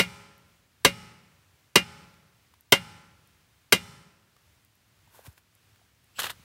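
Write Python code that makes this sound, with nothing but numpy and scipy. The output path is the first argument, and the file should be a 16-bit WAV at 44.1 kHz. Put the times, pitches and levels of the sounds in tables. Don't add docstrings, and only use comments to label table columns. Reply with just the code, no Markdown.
import sys
import numpy as np
from scipy import signal
from scipy.fft import rfft, irfft, next_fast_len
from scipy.io import wavfile
from scipy.ndimage import map_coordinates

SR = 44100
rng = np.random.default_rng(int(sys.argv[2]) if len(sys.argv) > 2 else 0)


def store_wav(level_fs):
    pcm = np.round(np.clip(np.atleast_2d(level_fs), -1, 1) * 32767)
    wavfile.write(sys.argv[1], SR, pcm.T.astype(np.int16))


N = 283988


def amp(db):
    return 10 ** (np.asarray(db) / 20)


def unit(x):
    return x / np.sqrt(np.mean(x ** 2) + 1e-20)


def along(points, hz):
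    knots_hz, values = np.transpose(points)
    return np.interp(np.log(hz + 1), np.log(knots_hz + 1), values)


def wobble(rate_hz):
    knots = rng.standard_normal(int(N * rate_hz / SR) + 4)
    return map_coordinates(knots, [np.arange(N) * rate_hz / SR])


def hiss(spectrum, size=N):
    n_fft = next_fast_len(size)
    gain = amp(along(spectrum, np.fft.rfftfreq(n_fft, 1 / SR)))
    return unit(irfft(rfft(rng.standard_normal(n_fft)) * gain, n_fft)[:size])


def fading_noise(spectrum, t60s, size):
    hz, t, bins = signal.stft(hiss(spectrum, size), SR, nperseg=256)
    decay = amp(-60 * t / along(t60s, hz)[:, None])
    return signal.istft(bins * decay, SR, nperseg=256)[1][:size]


def ringing(pitches_hz, modes, t, spread_db, rise_cycles, wander):
    hz = np.array(pitches_hz)[:, None]
    db, t60_s = np.transpose(modes)[:, :, None]
    strength, phase = rng.standard_normal((2, len(hz), 1))
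    walk = np.cumsum(rng.standard_normal((len(hz), len(t))), axis=1)
    drift_rad = wander * np.sqrt(hz / SR) * walk
    rise = 1 - np.exp(-(t / (rise_cycles / hz + .035 * t60_s)) ** 2)
    decay = amp(db + spread_db * strength - 60 * t / t60_s)
    return np.sum(decay * rise * np.sin(2 * np.pi * hz * t + 3 * phase + drift_rad), axis=0)


def tilt(x, sos, db):
    return x + (amp(db) - 1) * signal.sosfilt(sos, x)


def ping_envelope(cycles, life_cycles):
    return np.exp(-2.5 * cycles / life_cycles) * (1 - np.exp(-1.5 * cycles))


def stroke(start_s, hold_s, db, rise_db_s, drift_db_s, fall_db_s):
    t = np.arange(N) / SR - start_s
    held_db = db + drift_db_s * np.clip(t, 0, hold_s)
    return amp(held_db + rise_db_s * np.minimum(t, 0) - fall_db_s * np.maximum(t - hold_s, 0))


def add(track, at_s, sound):
    part = track[SR + round(at_s * SR):][:len(sound)]
    part += sound[:len(part)]


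def socket_clank(t, thud_band):
    steel_hz = [140, 183, 235, 430, 556, 677, 990, 1168, 1400, 1500, 1630, 2015, 2085, 2191, 2420, 2630,
                2813, 2907, 3040, 3181, 3600, 3873, 4420, 4790, 5140, 5720, 5920, 6500, 7500, 8500]
    # (level [dB], t60 [s])
    steel_modes = [(-6, .05), (-14, .2), (-5, .04), (4, .045), (-13, .13), (-9, .04), (-2, .045), (-1, .05),
                   (-16, .15), (-3, .045), (-3, .05), (-2, .075), (-5, .11), (-7, .125), (-11, .16),
                   (-9, .09), (-2, .125), (-8, .07), (-4, .08), (-1, .06), (-8, .055), (-4, .065),
                   (-2, .045), (-12, .065), (-12, .085), (-5, .035), (-13, .085), (-17, .045), (-17, .06),
                   (-6, .05)]
    # (frequency [Hz], density [dB])
    dense_spectrum = [(35, -38.5), (60, -7.5), (431, 0.5), (1050, -8.5), (2080, -9.5), (2630, -15.5),
                      (2890, -10.5), (4110, -11), (5840, -10.5), (13600, -21.5), (16400, -38)]
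    # (frequency [Hz], t60 [s])
    dense_t60 = [(100, 0.14), (500, 0.079), (2500, 0.17), (6000, 0.096), (15000, 0.11)]
    # (frequency [Hz], density [dB])
    crack_spectrum = [(300, -32), (1000, -6), (3000, -2.5), (6000, -7.5), (9000, -10), (14500, -11.5),
                      (16400, -11.5)]
    noise = amp(-2.5) * fading_noise(dense_spectrum, dense_t60, len(t))
    noise += amp(5.5 - 60 * t / .033) * hiss(crack_spectrum, len(t))
    noise -= np.exp(-(t / .005) ** 2) * signal.sosfilt(thud_band, noise)
    attack = 1 - np.exp(-t / .00078)
    return ringing(steel_hz, steel_modes, t, spread_db=2, rise_cycles=1.3, wander=.045) + attack * noise


def tyre_boom(t):
    tyre_hz = [75, 91, 116, 168, 191, 219]
    # (level [dB], t60 [s])
    tyre_modes = [(-3.5, 0.43), (-5, 0.68), (-0.5, 0.6), (-3, 0.87), (-1.5, .7), (-7.5, 0.85)]
    return ringing(tyre_hz, tyre_modes, t, spread_db=2, rise_cycles=3, wander=.25)


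def rim_ring(t):
    rim_hz = [409, 556, 812, 855, 928, 1020, 1246, 1273, 1340, 1370, 1501, 1776, 1999, 2067, 2174, 2215,
              2379, 2417, 2815, 2904, 2947, 3020, 3116, 3477, 3552, 4002, 4228, 4548, 5143, 5383]
    # (level [dB], t60 [s])
    rim_modes = [(-4, .8), (-13, 1.3), (0, .7), (0, .85), (-9, .8), (-8, 1.1), (-5, .75), (-1, .8),
                 (-7, .65), (-4, 1.1), (-8, .75), (-6, .75), (-6, .7), (-9, .8), (-6, .7), (-10, .9),
                 (-2, .55), (-7, .6), (-9, .75), (-4, .7), (-11, .8), (-8, .75), (-8, .7), (-10, .55),
                 (-4, .65), (-11, .65), (-12, .7), (-13, .6), (-8, .55), (-7, .55)]
    return ringing(rim_hz, rim_modes, t, spread_db=3.5, rise_cycles=3, wander=.09)


def diffuse_ring(t):
    # (frequency [Hz], density [dB])
    ring_spectrum = [(35, -37), (60, -14), (180, -9), (250, -22), (700, -29), (1300, -24), (2500, -21),
                     (3700, -27), (5600, -24), (6500, -30), (8500, -28), (10000, -33), (14500, -40),
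                     (16400, -43)]
    # (frequency [Hz], t60 [s])
    ring_t60 = [(100, 0.99), (500, 1.4), (2500, 1), (6000, 0.81), (15000, .6)]
    return fading_noise(ring_spectrum, ring_t60, len(t))


def hammer():
    # (time [s], level [dB], thud [dB], body [dB], treble [dB])
    blows = [(-.011, -11.5, 0, -0.5, 0.5), (0.848, -11.5, 4.5, -1.5, 0.5), (1.7564, -11.5, 2.5, 2, -1.5),
             (2.7219, -12, 1, 3, 0.5), (3.7234, -12.5, 4, -1, 3)]
    track, t = np.zeros(N + SR), np.arange(SR + SR // 4) / SR
    thud_band = signal.butter(2, 600, "low", fs=SR, output="sos")
    body_band = signal.butter(1, [650, 1300], "band", fs=SR, output="sos")
    treble_band = signal.butter(2, 5000, "high", fs=SR, output="sos")
    swell = 1 - .7 * np.exp(-(t / .16) ** 2)
    for at_s, db, thud_db, body_db, treble_db in blows:
        clank = socket_clank(t[:SR // 3], thud_band)
        for band, band_db in (thud_band, thud_db), (body_band, body_db), (treble_band, treble_db):
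            clank = tilt(clank, band, band_db)
        add(track, at_s, amp(db) * clank)
        boom = amp(-30.5 + .36 * thud_db) * tyre_boom(t)
        tail = amp(-4.5) * rim_ring(t) + diffuse_ring(t)
        tail = amp(-27.5) * swell * tilt(tail, treble_band, treble_db + 1.5)
        add(track, at_s, amp(db) * (boom + tail))
    return track[SR:]


def background(db=-65, waver_db=1.06, lift_at_s=6.15, lift_ramp_s=.16, lift_db=9.5):
    # (frequency [Hz], density [dB])
    spectrum = [(15, -72), (25, -44.5), (58, -4.5), (101, 0), (160, -11), (298, -17), (434, -20.5),
                (650, -21), (1180, -19.5), (2240, -19.5), (2780, -20.5), (11600, -29.5), (15600, -29)]
    lift = np.clip((np.arange(N) / SR - lift_at_s) / lift_ramp_s, 0, 1)
    return amp(db + lift_db * lift + waver_db * wobble(6)) * hiss(spectrum)


def ticks():
    # (time [s], level [dB], pitch [Hz])
    pings = [(.380, -47.5, 12900), (2.141, -51, 2280), (2.538, -45, 970), (2.541, -51, 2820),
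             (2.609, -43.5, 12000), (3.274, -48, 12100), (4.365, -44, 1170), (4.649, -47, 12050),
             (4.754, -53, 12000), (5.075, -47.5, 885), (5.265, -39.5, 1960), (5.328, -51, 7000),
             (5.378, -42.5, 1580), (5.552, -47.5, 11070), (5.759, -48.5, 1470), (5.815, -51.5, 692),
             (6.043, -51.5, 11000)]
    track, t = np.zeros(N + SR), np.arange(SR // 10) / SR
    for at_s, db, hz in pings:
        cycles = t * hz
        envelope = ping_envelope(cycles, life_cycles=5.7 * (hz / 1000) ** .5)
        puff = hiss([(hz / 4, -25), (hz, 0), (hz * 5, -14)], len(t))
        noise_share = np.clip(hz / 3000, .2, .95)
        ping = (1 - noise_share) * np.sin(2 * np.pi * cycles) + noise_share * puff
        add(track, at_s, amp(db) * envelope * ping)
    return track[SR:]


def fingers(squeak_hz=957, squeak_cap_db=-64, squeak_end_s=5.26):
    # (time [s], level [dB])
    rub = [(5.09, -78), (5.152, -56.5), (5.232, -64), (5.266, -47.5), (5.286, -62), (5.366, -73),
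           (5.38, -57.5), (5.42, -90)]
    # (frequency [Hz], density [dB])
    skin_spectrum = [(180, -24), (300, -17.5), (968, -11), (1310, -17), (1570, -9.5), (1770, -16.5),
                     (5810, -22), (14600, -18.5), (16400, -24)]
    t = np.arange(N) / SR
    rub_s, rub_db = np.transpose(rub)
    slide = amp(np.interp(t, rub_s, rub_db, -150, -150))
    tone = hiss([(squeak_hz * .7, -30), (squeak_hz, 0), (squeak_hz * 1.25, -30)])
    squeak_gain = np.minimum(slide, amp(squeak_cap_db)) * (t < squeak_end_s)
    squeak = squeak_gain * unit(amp(3.7 * wobble(60)) * tone)
    friction = slide * unit(amp(wobble(150)) * hiss(skin_spectrum))
    return friction + squeak


def housing_bumps(sag_per_cycle=.32):
    # (time [s], level [dB], starting pitch [Hz])
    bumps = [(5.192, -31.5, 845), (5.270, -41.5, 382), (5.279, -30, 140), (6.397, -40, 170)]
    track, t = np.zeros(N + SR), np.arange(SR // 10) / SR
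    for at_s, db, hz in bumps:
        cycles = t * hz
        tone = np.sin(2 * np.pi * np.log1p(sag_per_cycle * cycles) / sag_per_cycle)
        add(track, at_s, amp(db) * ping_envelope(cycles, life_cycles=3.04) * tone)
    return track[SR:]


def crunch(snap_t60_s=.05):
    # (time [s], level [dB], treble [dB])
    snaps = [(6.1866, -32.5, -15), (6.1915, -24, 1.5), (6.2, -32.5, 13.5), (6.2191, -29.5, 2),
             (6.232, -34, 9), (6.241, -24.5, -2.5), (6.2558, -29.5, 1.5), (6.267, -31.5, 0),
             (6.2974, -31.5, -6), (6.3024, -33, 4)]
    # (frequency [Hz], density [dB])
    grit_spectrum = [(35, -51), (60, -17), (366, -11), (1130, -3), (1570, 1), (2300, -9.5), (2960, -2.5),
                     (4200, -8.5), (5600, -15.5), (9000, -14.5), (14900, -17), (16400, -28)]
    # (frequency [Hz], density [dB])
    scrape_spectrum = [(1500, -34), (2800, 4.5), (3600, -9), (4600, -6), (7200, -22), (7700, 1),
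                       (8200, -20.5), (15000, -18)]
    track, t = np.zeros(N + SR), np.arange(SR // 10) / SR
    treble_band = signal.butter(2, 3500, "high", fs=SR, output="sos")
    for at_s, db, treble_db in snaps:
        burst = tilt(hiss(grit_spectrum, len(t)), treble_band, treble_db)
        add(track, at_s, amp(db - 60 * t / snap_t60_s) * burst)
    scrape = stroke(start_s=6.165, hold_s=.021, db=-51.5, rise_db_s=1175, drift_db_s=270, fall_db_s=2350)
    scrape *= hiss(scrape_spectrum)
    bed = stroke(start_s=6.195, hold_s=.115, db=-35.5, rise_db_s=1300, drift_db_s=-78, fall_db_s=730)
    bed *= unit(amp(3.7 * wobble(300)) * hiss(grit_spectrum))
    return track[SR:] + scrape + bed


def scene():
    return (hammer() + ticks() + housing_bumps() + fingers() + crunch() + background())[None]


def record(dry):
    ceiling, low_cut_hz, top_hz = .95, 45, 15760
    x = dry / (1 + np.abs(dry / ceiling) ** 5) ** (1 / 5)
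    x = signal.sosfilt(signal.butter(2, low_cut_hz, "high", fs=SR, output="sos"), x)
    n_fft = next_fast_len(N + SR // 2)
    above_top_hz = np.fft.rfftfreq(n_fft, 1 / SR) - top_hz
    edge_db = np.interp(above_top_hz, [0, 60, 1100, 1150], [0, -22, -45, -120])
    return irfft(rfft(x, n_fft) * amp(edge_db), n_fft)[:, :N]


dry = scene()
out = record(dry)
store_wav(out)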